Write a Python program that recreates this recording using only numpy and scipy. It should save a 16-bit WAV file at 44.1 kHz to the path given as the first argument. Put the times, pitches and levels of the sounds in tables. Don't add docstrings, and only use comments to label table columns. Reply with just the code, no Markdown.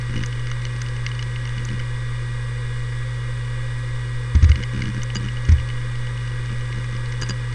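import sys
import numpy as np
from scipy import signal
from scipy.fft import rfft, irfft, next_fast_len
from scipy.io import wavfile
from scipy.ndimage import map_coordinates

SR = 44100
rng = np.random.default_rng(int(sys.argv[2]) if len(sys.argv) > 2 else 0)


def put_to_file(sound):
    columns = np.atleast_2d(sound).T
    safe = np.clip(columns, -1, 1)
    whole_steps = np.round(safe * 32767)
    wavfile.write(sys.argv[1], SR, whole_steps.astype(np.int16))


N = 332514
t = np.arange(N) / SR

# centre in Hz, width in Hz, gain in dB.
HOLLOW = [(688, 131, -19)]
# frequency in Hz, gain in dB.
DESK_SHUDDER = [(30, -24), (75, 6), (150, -6), (205, 5), (240, -6.5), (270, -3), (370, -11.5), (440, -20.5),
                (800, -48), (4000, -85)]
# start and end in seconds, chatter level in dB, faint seeks a second.
READ_SPELLS = [(0, 1.83, -44, 11), (5.25, 7.54, -43, 7)]
# start in seconds, relative level in dB.
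LONG_SEEKS = [(5.1546, -14.5), (7.2205, -14.5), (7.2946, -14.5)]
# start in seconds, thump and hiss gains in dB.
FULL_STROKES = [(4.3482, 0, -31), (4.4237, 1, -31), (4.4397, 0, -29.5), (4.4901, .5, -31), (5.486, .5, -31),
                (5.5162, .8, -32)]


def amp(db):
    return 10 ** (np.asarray(db) / 20)


def unit(x):
    return x / np.sqrt(np.mean(x ** 2) + 1e-20)


def response(points, bells=(), size=16384):
    hz = np.fft.rfftfreq(size, 1 / SR)
    point_hz, point_db = np.transpose(points)
    db = np.interp(np.log(hz + 1), np.log(np.sort(point_hz)), point_db)
    for centre, width, lift in bells:
        db = db + lift * .5 ** ((2 * (hz - centre) / width) ** 2)
    cepstrum = irfft(np.log(unit(amp(db))), size)
    cepstrum[1:size // 2] *= 2
    cepstrum[size // 2 + 1:] = 0
    return irfft(np.exp(rfft(cepstrum)), size)


def coloured(x, points, bells=()):
    return signal.fftconvolve(x, response(points, bells))[:N]


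def filtered(x, gain_at):
    size = next_fast_len(N + SR)
    return irfft(rfft(x, size) * gain_at(np.fft.rfftfreq(size, 1 / SR)), size)[:N]


def wobble(rate):
    return map_coordinates(rng.standard_normal(int(N * rate / SR) + 4), [t * rate / SR])


def add(track, start, sound):
    part = track[max(0, round(start * SR)):][:len(sound)]
    part += sound[:len(part)]


def tone(cycles):
    return np.sqrt(2) * np.sin(2 * np.pi * (cycles + rng.random()))


def burst(rise_s):
    age = t[:SR // 20] / rise_s
    return age * np.exp(1 - age) * rng.standard_normal(len(age))


def tap(body, rise_s):
    sound = signal.fftconvolve(burst(rise_s), body)
    return sound / np.abs(sound).max()


def room_rumble(level_db=-33):
    # frequency in Hz, gain in dB.
    rumble_eq = [(5, 1.5), (15, -5), (25, -19.5), (36, -21.5), (60, -27), (150, -67), (1000, -120)]
    return amp(level_db) * unit(coloured(rng.standard_normal(N), rumble_eq))


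def mains_hum(hz=50):
    # harmonic number, rms level in dB.
    harmonics = [(1, -34.3), (5, -58), (7, -59)]
    return sum(amp(db) * tone(k * hz * t) for k, db in harmonics)


def spindle(turn_hz=120.075, waver_db=1.85):
    multiples = [1, 3, 12, 13, 14, 15, 16, 24, 25, 84, 88]
    levels = [-26, -58, -61, -53.5, -56.5, -62, -44.5, -66, -69, -92.5, -85]
    turns = turn_hz * t + .0021 * wobble(3)
    return sum(amp(db + waver_db * (k > 2) * wobble(9)) * tone(k * turns)
               for k, db in zip(multiples, levels))


def air_rush(level_db=-39.6, flutter_db=.3):
    # frequency in Hz, gain in dB.
    air_eq = [(80, -9), (150, -2.4), (420, -1.8), (800, -8), (1000, -.5), (1400, -6.7), (2300, -6.8),
              (2680, -16.7), (3200, -13.5), (5400, -14.2), (6600, -19.4), (9750, -20), (10200, -36.5),
              (11200, -36.5), (12600, -50)]
    # centre in Hz, width in Hz, lift in dB.
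    casing = [(505.4, 83, 10.5), (1187, 110, 7), (1668, 126, 12), (2073, 265, 7.5), (2440, 117, 10),
              (2902, 233, 12), (3400, 190, 6), (3614, 360, 8.5), (4740, 160, 4), (8080, 460, 8),
              (8680, 352, 6)]
    gain = amp(level_db + flutter_db * wobble(9.7))
    return gain * coloured(rng.standard_normal(N), air_eq, casing + HOLLOW)


def arm_effort(swing_db=4, attack_s=.015, release_s=.023):
    # start in seconds, hold in seconds, level in dB.
    flurries = [(.095, 0.021, -32.5), (0.146, 0.072, -26.5), (1.57, 0.052, -38), (1.695, 0.049, -30.5),
                (1.775, 0.044, -38.5), (4.562, 0.036, -31), (4.74, 0.16, -29.5), (4.948, .035, -30.5),
                (5.2, 0.062, -33.5), (6.503, 0.035, -36.5), (6.753, 0.037, -37), (6.912, 0.039, -38.5)]
    reading = sum(amp(db) * (t >= start) * (t < end) for start, end, db, _ in READ_SPELLS)
    surges = np.zeros(N)
    for start, hold, db in flurries:
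        corners = [start - attack_s, start, start + hold, start + hold + release_s]
        surges += amp(db) * np.interp(t, corners, [0, 1, 1, 0])
    return np.maximum(reading * amp(swing_db * wobble(20)), surges)


def chatter(seeks_per_s=70, tick_db=-28.5, tick_slope=.46, rattle_s=.0018):
    # frequency in Hz, gain in dB.
    tick_eq = [(800, -19), (1500, 5), (2200, 3.5), (3500, -10), (6300, -7.5), (7400, -28.5), (13000, -69)]
    effort = arm_effort()
    times = np.cumsum(rng.uniform(.5, 1.5, 1200)) / seeks_per_s
    onsets = (times[times < t[-1]] * SR).astype(int)
    jolts = np.zeros(N)
    jolts[onsets] = rng.choice([-1, 1], len(onsets)) * amp(rng.normal(0, 1.2, len(onsets)))
    jolts = unit(jolts)
    shudder = coloured(jolts * effort, DESK_SHUDDER)
    tails = signal.fftconvolve(np.abs(jolts), np.exp(-t[:SR // 50] / rattle_s))[:N]
    rattle = unit(tails * rng.standard_normal(N)) * effort ** tick_slope * amp(tick_db)
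    return shudder + coloured(rattle, tick_eq, [(2937, 200, 12)])


def faint_seeks(knock_db=-33, edge_db=-46.5, count=60):
    rows = []
    for start, end, _, rate in READ_SPELLS:
        times = start + (np.arange(count) + rng.random(count)) / rate
        levels = [knock_db, edge_db] + rng.standard_normal((count, 2))
        rows += [(time, *dbs) for time, dbs in zip(times, levels) if time < end]
    return rows


def short_seeks(knock_gain_db=3, edge_gain_db=13.5, lag_s=.0004):
    # start in seconds, relative knock and edge levels in dB.
    accents = [(0.163, -25, -44), (0.176, -33, -46), (.205, -32, -47), (.235, -24, -34.5), (.469, -31, -39),
               (0.5142, -25.5, -37), (.651, -25, -35.5), (.816, -32, -36), (0.885, -33, -41),
               (1.0635, -19, -31.5), (1.115, -28.5, -46), (1.191, -26, -43), (1.225, -25.5, -35.5),
               (1.359, -26.5, -51), (1.453, -33, -43), (1.4739, -27.5, -47), (1.579, -32, -49),
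               (1.793, -31, -48), (4.516, -18.5, -39), (4.556, -26, -37), (4.627, -27.5, -41.5),
               (4.635, -24.5, -37), (4.8194, -23, -34), (4.855, -28, -42.5), (5.0175, -30, -43),
               (5.101, -27.5, -55), (5.285, -27, -47), (5.583, -32, -53), (5.70, -26, -49),
               (6.9644, -32.5, -44.5), (7.1217, -38, -40.5)]
    # frequency in Hz, gain in dB.
    knock_eq = [(800, -30), (1400, -11), (2300, -7.5), (2650, -8), (3300, -12.5), (4200, -22.5),
                (7000, -39.5), (13000, -91)]
    edge_eq = [(800, -32), (1500, 4), (2150, 2), (2700, -9), (3900, 0), (5000, 5.5), (5220, -13.5),
               (5500, 3), (6200, 0), (6900, -9), (7400, -27), (13000, -64.5)]
    # centre in Hz, width in Hz, lift in dB.
    arm_modes = [(2100, 190, 12), (2940, 220, 14.5)]
    knock_body, edge_body = response(knock_eq, arm_modes), response(edge_eq)
    out = np.zeros(N)
    for start, knock_db, edge_db in accents + faint_seeks():
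        knock = amp(knock_db + knock_gain_db) * tap(knock_body, rise_s=.0009)
        edge = amp(edge_db + edge_gain_db) * tap(edge_body, rise_s=.0008)
        add(out, start + lag_s, knock + edge)
    return out


def chirps(start_hz=5450, end_hz=7100, length_s=.0039, note_gain_db=1):
    # start in seconds, peak level of the click in dB.
    steps = [(0.2596, -27), (0.8173, -26.5), (1.6499, -28), (5.032, -25.5), (5.1484, -28), (7.214, -27),
             (7.2883, -28)]
    # frequency in Hz, gain in dB.
    click_eq = [(600, -8.5), (1500, 10.5), (3000, -5), (6000, 2), (8000, -3.5), (11500, -20),
                (13000, -33.5)]
    age = t[:int(length_s * SR)]
    cycles = (start_hz + (end_hz - start_hz) * age / length_s / 2) * age
    note = np.sin(2 * np.pi * cycles) * np.sin(np.pi * age / length_s) ** 2
    click_body, out = response(click_eq), np.zeros(N)
    for start, db in steps:
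        add(out, start, amp(db + note_gain_db) * note)
        add(out, start, amp(db) * tap(click_body, rise_s=.0017))
    return out


def clacks(ring_gain_db=-3, crack_gain_db=-10, attack_s=.0014, brake_s=.011, brake_db=-2):
    # frequency in Hz, relative level in dB, seconds to fall 60 dB.
    modes = [(196, -6, 0.094), (337, -9, 0.038), (1220, -12, 0.022), (1643, -3, 0.021), (2924, -5.5, 0.034),
             (4810, -4, 0.044)]
    # frequency in Hz, gain in dB.
    crack_eq = [(300, 2), (1700, 6), (4000, -2.5), (5500, -4), (6300, 4.5), (6900, 8), (7400, -6),
                (8000, -16), (10000, -23.5), (12500, -33)]
    brakes = [(start + brake_s, db + brake_db) for start, db in LONG_SEEKS]
    age = t[:SR // 8]
    fade_in = 1 - np.exp(-(age / attack_s) ** 2)
    rings, cracks = np.zeros(N), np.zeros(N)
    for start, db in LONG_SEEKS + brakes:
        ring = np.zeros(len(age))
        for hz, mode_db, t60 in modes:
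            decay = amp(mode_db + rng.normal(0, 1.1) - 60 * age / t60)
            ring += decay * np.sin(2 * np.pi * (hz * age + rng.random()))
        add(rings, start, amp(db + ring_gain_db) * ring * fade_in)
        add(cracks, start, amp(db + crack_gain_db) * burst(rise_s=.0011))
    return rings + coloured(cracks, crack_eq, HOLLOW)


def desk_jolts(stroke_gain_db=-20, seek_gain_db=-11):
    hits = [(start, db + stroke_gain_db) for start, db, _ in FULL_STROKES]
    hits += [(start, db + seek_gain_db) for start, db in LONG_SEEKS]
    desk, out = response(DESK_SHUDDER), np.zeros(N)
    for start, db in hits:
        add(out, start, amp(db) * tap(desk, rise_s=.003))
    return out


def full_strokes(length_s=.0136, hiss_gain_db=1, hiss_lead_s=.001):
    # centre in Hz, width in Hz, gain in dB.
    desk_modes = [(75, 10, 2.3), (85, 12, -6.2), (154, 55, -9), (205, 30, -15), (350, 70, -10)]
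    # frequency in Hz, gain in dB.
    hiss_eq = [(700, -7), (1300, 2.5), (2100, 7.5), (2700, -3.5), (3600, -5), (5200, -4.5), (5600, -1),
               (6400, -2), (6900, -9), (7300, -29), (13000, -78)]
    progress = t[:int(length_s * SR)] / length_s
    recoil, hiss = np.zeros(N), np.zeros(N)
    for k, (start, thump_db, hiss_db) in enumerate(FULL_STROKES):
        direction = (-1) ** k
        add(recoil, start, direction * amp(thump_db) * np.sin(2 * np.pi * progress))
        puff = np.sin(np.pi * progress) * rng.standard_normal(len(progress))
        add(hiss, start - hiss_lead_s, amp(hiss_db + hiss_gain_db) * puff)
    desk = lambda hz: sum(amp(db) * 1j * hz * width / (centre ** 2 - hz ** 2 + 1j * hz * width)
                          for centre, width, db in desk_modes)
    thumps = coloured(filtered(recoil, desk), [(100, 0)], HOLLOW)
    return thumps + coloured(hiss, hiss_eq, HOLLOW)


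def scene():
    bed = spindle() + air_rush() + mains_hum() + room_rumble()
    return (bed + short_seeks() + chatter() + chirps() + clacks() + full_strokes() + desk_jolts())[None]


def record(dry, top_hz=12800):
    return filtered(dry[0], lambda hz: hz < top_hz)[None]


dry = scene()
out = record(dry)
put_to_file(out)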